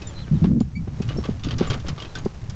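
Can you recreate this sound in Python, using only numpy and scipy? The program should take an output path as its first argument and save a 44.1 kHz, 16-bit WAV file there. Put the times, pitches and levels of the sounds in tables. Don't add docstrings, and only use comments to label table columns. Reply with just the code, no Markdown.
import sys
import numpy as np
from scipy import signal
from scipy.fft import rfft, irfft
from scipy.io import wavfile
from scipy.ndimage import uniform_filter1d

SR = 44100
rng = np.random.default_rng(int(sys.argv[2]) if len(sys.argv) > 2 else 0)


def log_audio(samples):
    frames = np.atleast_2d(samples).T
    limited = np.clip(frames, -1, 1)
    pcm = np.round(limited * 32767).astype(np.int16)
    wavfile.write(sys.argv[1], SR, pcm)


N = 112454
T = np.arange(N) / SR

# (frequency [Hz], level [dB])
EDGE_SPECTRUM = [(2000, -35.5), (4200, 5.5), (5000, 8.5), (6000, 7), (7400, 1.5), (8200, -25)]
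# (frequency [Hz], level [dB])
TURBULENCE_SPECTRUM = [(50, -25), (110, -4.5), (170, 1), (240, 3), (320, -6.5), (420, -21), (600, -31),
                       (1000, -54.5), (2500, -69)]


def undb(db):
    return 10 ** (np.asarray(db) / 20)


def unit(x):
    return x / np.sqrt(np.mean(x ** 2))


def curve(rows, column=1):
    rows = np.array(rows)
    return np.interp(T, rows[:, 0], rows[:, column])


def colour(x, spectrum):
    hz, db = np.array(spectrum).T
    bin_hz = np.maximum(np.fft.rfftfreq(N, 1 / SR), 1)
    gain = undb(np.interp(np.log(bin_hz), np.log(hz), db))
    return unit(irfft(rfft(x) * gain, N))


def noise():
    return rng.standard_normal(N)


def walk(rate_hz):
    step = max(int(SR / rate_hz), 1)
    return unit(uniform_filter1d(noise()[np.arange(N) // step], step))


def spell(start, length, edge_s):
    return np.clip((T - start) / edge_s + .5, 0, 1) * np.clip((start + length - T) / edge_s + .5, 0, 1)


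def strike(start, attack_s, t60_s):
    age = np.maximum(T - start, 0)
    return np.minimum(age / attack_s, 1) * np.exp(-np.log(1000) * np.maximum(age - attack_s, 0) / t60_s)


def grains(per_s, spread_db):
    hit = rng.random(N) < per_s / SR
    return unit(hit * noise() * undb(spread_db * np.minimum(rng.exponential(size=N), 4)))


def convolve(x, response):
    response = response[:SR // 4]
    return signal.fftconvolve(x, response / np.linalg.norm(response))[:N]


def scattered(x):
    return x + undb(-1) * convolve(x, noise() * strike(0, attack_s=0.00097, t60_s=0.054))


def grass():
    # (time [s], level [dB])
    rolling = [(0, -42), (.2, -48), (.32, -47.5), (.44, -43.5), (.55, -56.5), (.85, -54), (1.0, -46),
               (1.3, -43.5), (1.4, -50), (1.7, -41), (1.83, -45.5), (2.05, -44.5), (2.3, -47),
               (2.55, -49.5)]
    # (frequency [Hz], level [dB])
    stalk_spectrum = [(300, 6), (600, 3), (1200, -1.5), (2000, -6), (3300, -9.5), (5000, -12),
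                      (7000, -14.5), (8200, -28.5)]
    field_spectrum = [(100, -6.5), (400, 3.5), (1200, -2), (2000, -3), (3500, -7), (6000, -1.5),
                      (8000, -12.5)]
    crackle = colour(grains(per_s=5000, spread_db=1), stalk_spectrum)
    rustle = crackle * undb(curve(rolling) + 0.48 * walk(50))
    return rustle + undb(-61) * colour(noise(), field_spectrum)


def wind_rumble():
    # (time [s], level [dB])
    strength = [(0, -35.5), (.15, -34), (.22, -27.5), (.26, -33.5), (.4, -25.5), (.6, -24), (.7, -34),
                (.79, -29), (.9, -30), (1.1, -28.5), (1.2, -24.5), (1.26, -33.5), (1.33, -26.5), (1.4, -31),
                (1.46, -27), (1.73, -28), (1.8, -32), (1.91, -28.5), (1.98, -38.5), (2.1, -37), (2.23, -31),
                (2.32, -41), (2.45, -32.5), (2.55, -37.5)]
    # (frequency [Hz], level [dB])
    spectrum = [(15, 2), (30, -15), (60, 0.5), (120, 2), (180, -5.5), (260, -22.5), (400, -30), (800, -63)]
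    rough_growth, reference_db = 2.87, -28.5
    rumble_db = curve(strength) + 1.13 * walk(30.18)
    rough_db = -40 + rough_growth * (rumble_db - reference_db)
    rough = undb(rough_db) * colour(noise(), TURBULENCE_SPECTRUM)
    return undb(rumble_db) * colour(noise(), spectrum) + rough


def cart():
    # (time [s], level [dB], relative tub boom [dB], relative bright edge [dB],
    # note [Hz], relative ring [dB])
    clanks = [(0.017, -41, -26, -2, 2530, 3), (0.269, -54.5, 17, -14, 1500, 7.5),
              (0.441, -39.5, 10, -25, 3560, -9.5), (0.603, -43.5, -15, -2, 3205, -10.5),
              (.874, -57.5, 17, -10, 1160, 9), (1.02, -38, -17, -5, 2630, -2),
              (1.078, -45, -15, -3, 6540, -21), (1.088, -34.5, -11, -15.5, 2920, -2),
              (1.103, -46, 12, -16, 1160, 6), (1.238, -35, -1.5, -16, 1160, 3.5),
              (1.253, -40.5, 10, -11, 1230, -5), (1.296, -46, -9, -13, 3060, -12),
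              (1.395, -46.5, 2, -11, 6000, -4.5), (1.435, -34, -24, -9, 3560, 0),
              (1.444, -37.5, 5.5, -2.5, 6540, -4.5), (1.484, -38.5, -4, -14, 4810, -5),
              (1.508, -32.5, 2.5, -10, 3060, -3.5), (1.582, -39, 3, 4, 5400, 1.5),
              (1.594, -44, 1, -13, 4525, 1), (1.624, -40.5, 11, -22, 1540, 1),
              (1.648, -45.5, 11, -22, 3205, 3), (1.672, -42.5, 8, -17, 1230, 9.5),
              (1.7, -30, 0, -3, 3205, 1), (1.706, -32, 5, -6, 4525, -2.5), (1.74, -38, 11, -4, 1490, -6.5),
              (1.798, -46, -16, -3, 4810, -7), (1.883, -30.5, 0, -3, 5070, -6),
              (1.979, -40.5, 2.5, -15, 1230, 5), (2, -37.5, -10, -7, 2920, 1),
              (2.021, -37.5, 0, -8, 3205, 1), (2.048, -40, 4, -24, 2550, -3), (2.152, -38, 0, 1.5, 3560, 2),
              (2.155, -42, -12, -14, 1500, 11.5), (2.185, -43.5, 9, 0, 6460, -1),
              (2.25, -50, -6, 6, 4810, 2), (2.496, -44.5, -2, 6, 5290, 0)]
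    # (time [s], duration [s], level [dB])
    rattles = [(0.177, 0.03, -50.5), (1.113, 0.021, -47.5), (1.464, 0.082, -45.5), (1.583, 0.1, -42),
               (1.725, 0.028, -37.5), (1.861, 0.041, -45.5), (2.16, 0.028, -44.5)]
    # (frequency [Hz], level [dB])
    frame_modes = [(1160, 14.5), (1230, 2), (1540, 9.5), (2550, 0.5), (2920, 7), (3060, -8), (3205, 6.5),
                   (3560, -2.5), (4525, -4.5), (4810, -2.5), (5070, -10), (5900, -7.5), (6540, -4)]
    # (frequency [Hz], level [dB])
    steel_spectrum = [(500, -4), (1500, 7), (2400, 9.5), (3300, 12), (4600, 6), (6000, -1), (7300, -20),
                      (8200, -32.5)]
    tub_spectrum = [(250, 1.5), (500, -2), (900, -11.5), (1200, -6.5), (1700, -14.5), (2400, -17),
                    (4000, -26.5), (8000, -53)]
    attack_s, mode_width_hz, excited_half_width_hz = 0.0013, 68, 110
    steel_power, tub_power, edge_power, struck = np.zeros((4, N))
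    mode_hz, mode_db = np.array(frame_modes).T
    modes = np.sin(2 * np.pi * (mode_hz[:, None] * T + rng.random((len(mode_hz), 1))))
    for start, db, boom_db, edge_db, note_hz, ring_db in clanks:
        blow = lambda t60_s: undb(db) * strike(start, attack_s, t60_s)
        steel_power += blow(t60_s=0.08) ** 2
        tub_power += (undb(boom_db) * blow(t60_s=0.14)) ** 2
        edge_power += (undb(edge_db) * blow(t60_s=0.058)) ** 2
        share = undb(mode_db) / (1 + ((mode_hz - note_hz) / excited_half_width_hz) ** 2)
        ring = blow(t60_s=0.085) * (share / np.linalg.norm(share) @ modes)
        clack = undb(-3) * blow(t60_s=0.033) * np.sin(2 * np.pi * note_hz * (T - start))
        struck += undb(ring_db) * (clack + ring)
    for start, length, db in rattles:
        shake = undb(db) * spell(start, length, edge_s=0.0087)
        steel_power += shake ** 2
        tub_power += (undb(4.5) * shake) ** 2
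    chatter = unit(undb(0.78 * walk(261.6)))
    steel = np.sqrt(steel_power) * colour(grains(per_s=2200, spread_db=1), steel_spectrum)
    frame_response = undb(mode_db) @ modes * np.exp(-np.pi * mode_width_hz * T)
    frame = undb(-5.5) * convolve(np.sqrt(steel_power) * noise(), frame_response)
    edge = np.sqrt(edge_power) * colour(noise(), EDGE_SPECTRUM)
    tub = np.sqrt(tub_power) * colour(grains(per_s=3300, spread_db=3), tub_spectrum)
    return chatter * (steel + edge + tub) + frame + struck


def eddy_pops():
    # (time [s], level [dB], frequency [Hz], relative level of
    # upper tone and puff [dB])
    eddies = [(.02, -32.5, 328, -17), (0.444, -8, 192, -7.5), (0.513, -15.5, 185, -11.5),
              (0.566, -27, 258, -3.5), (.608, -6, 221, -15), (.874, -20.5, 179, -7.5),
              (1.002, -15.5, 203, -8.5), (1.084, -14, 115.5, -42), (1.163, -23.5, 175, -1.5),
              (1.184, -17, 206, -2.5), (1.288, -13.5, 223, -8), (1.31, -19, 147, -24),
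              (1.468, -19, 279, -13.5), (1.609, -8, 206, -1), (1.621, -21.5, 229, -3),
              (1.845, -33, 310, -1), (1.902, -18, 145, -25), (1.928, -17.5, 115, -25),
              (2.247, -21, 93, -22), (2.259, -14, 208, 0.5), (2.431, -21.5, 109, -16),
              (2.491, -22, 99, -33)]
    # (frequency [Hz], level [dB])
    puff_spectrum = [(150, -16.5), (400, 0), (700, 1.5), (900, -7.5), (1500, -17), (4000, -58.5)]
    rises_s, upper_ratio = (0.0033, 0.0027), 1.797
    puff = undb(-13.5) * colour(noise(), puff_spectrum)
    out = np.zeros(N)
    for start, db, hz, upper_db in eddies:
        age = np.clip(T - start, 0, .2)
        low_pulse, upper_pulse = (age / rise * np.exp(1 - age / rise) for rise in rises_s)
        phase = 2 * np.pi * hz * age
        upper = undb(upper_db) * upper_pulse * (np.sin(upper_ratio * phase) + puff)
        out += undb(db) * (low_pulse * np.sin(phase) + upper)
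    return out


def bird_whistles():
    # (time [s], duration [s], first frequency [Hz], last frequency [Hz], level [dB])
    whistles = [(0.042, 0.084, 3850, 3140, -54), (0.152, 0.076, 4080, 4044, -46.5),
                (0.214, 0.037, 3790, 2860, -53), (0.345, 0.048, 4100, 3000, -56),
                (2.077, 0.13, 4070, 3945, -57)]
    waver = 1 + .021 * walk(1000)
    out = np.zeros(N)
    for start, length, from_hz, to_hz, db in whistles:
        hz = np.interp(T, [start, start + length], [from_hz, to_hz]) * waver
        out += undb(db) * spell(start, length, edge_s=0.028) * np.sin(2 * np.pi * np.cumsum(hz) / SR)
    return out


def fittings():
    # (time [s], frequency [Hz], level [dB], 60 dB decay time [s], attack [s])
    pings = [(0.07, 7165, -34, 0.052, 0.0023), (0.603, 7000, -46, 0.072, 0.0016),
             (1.166, 5444, -39, 0.15, 0.0096), (1.669, 7130, -44.5, 0.089, 0.0049)]
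    phase_per_hz = 2 * np.pi * np.cumsum(1 + 0.0064 * walk(250)) / SR
    scrape = undb(-15.5) * colour(noise(), EDGE_SPECTRUM)
    return sum(undb(db) * strike(start, attack, t60) * (np.sin(hz * phase_per_hz) + scrape)
               for start, hz, db, t60, attack in pings)


def gust_flutter():
    # (time [s], duration [s], level [dB], flutter [Hz], relative turbulence [dB])
    gusts = [(0.314, 0.044, -13.5, 145, -12), (0.362, 0.017, -20, 165, -35),
             (0.419, 0.029, -12, 160, -10.5), (0.47, 0.0694, -16.5, 172.5, -3.5),
             (0.546, 0.048, -22, 197.8, 1.5), (0.763, 0.074, -27.5, 171.2, -26),
             (1.7, 0.029, -20, 133.9, -3)]
    phase_per_hz = 2 * np.pi * np.cumsum(np.exp(0.1533 * walk(260))) / SR
    surge = unit(undb(0.5 * walk(110)))
    rough = colour(noise(), TURBULENCE_SPECTRUM)
    out = np.zeros(N)
    for start, length, db, hz, rough_db in gusts:
        flutter = np.sqrt(2) * surge * np.sin(hz * phase_per_hz)
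        out += undb(db) * spell(start, length, edge_s=0.0059) * (flutter + undb(rough_db) * rough)
    return out


def bird_chirp():
    # (time [s], frequency [Hz], level [dB])
    contour = [(.749, 2230, -64), (.756, 2237, -38.5), (.768, 2300, -35.5), (.785, 2316, -46.5),
               (.805, 2220, -57)]
    harmonics = [0, -12.5, -23]
    hz = curve(contour) * (1 + 0.0051 * walk(280))
    phase = 2 * np.pi * np.cumsum(hz) / SR
    tone = sum(undb(db) * np.sin(k * phase) for k, db in enumerate(harmonics, 1))
    sounding = (T > contour[0][0]) & (T < contour[-1][0])
    return tone * undb(curve(contour, column=2)) * sounding


def scene():
    field = cart() + scattered(fittings()) + bird_chirp() + scattered(bird_whistles()) + grass()
    wind = wind_rumble() + gust_flutter() + eddy_pops()
    return (field + wind)[None]


def record(dry):
    ceiling, cutoff_hz = .44, 7900
    saturated = dry / (1 + (dry / ceiling) ** 6) ** (1 / 6)
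    return signal.sosfilt(signal.ellip(8, .2, 70, cutoff_hz, fs=SR, output="sos"), saturated)


dry = scene()
out = record(dry)
log_audio(out)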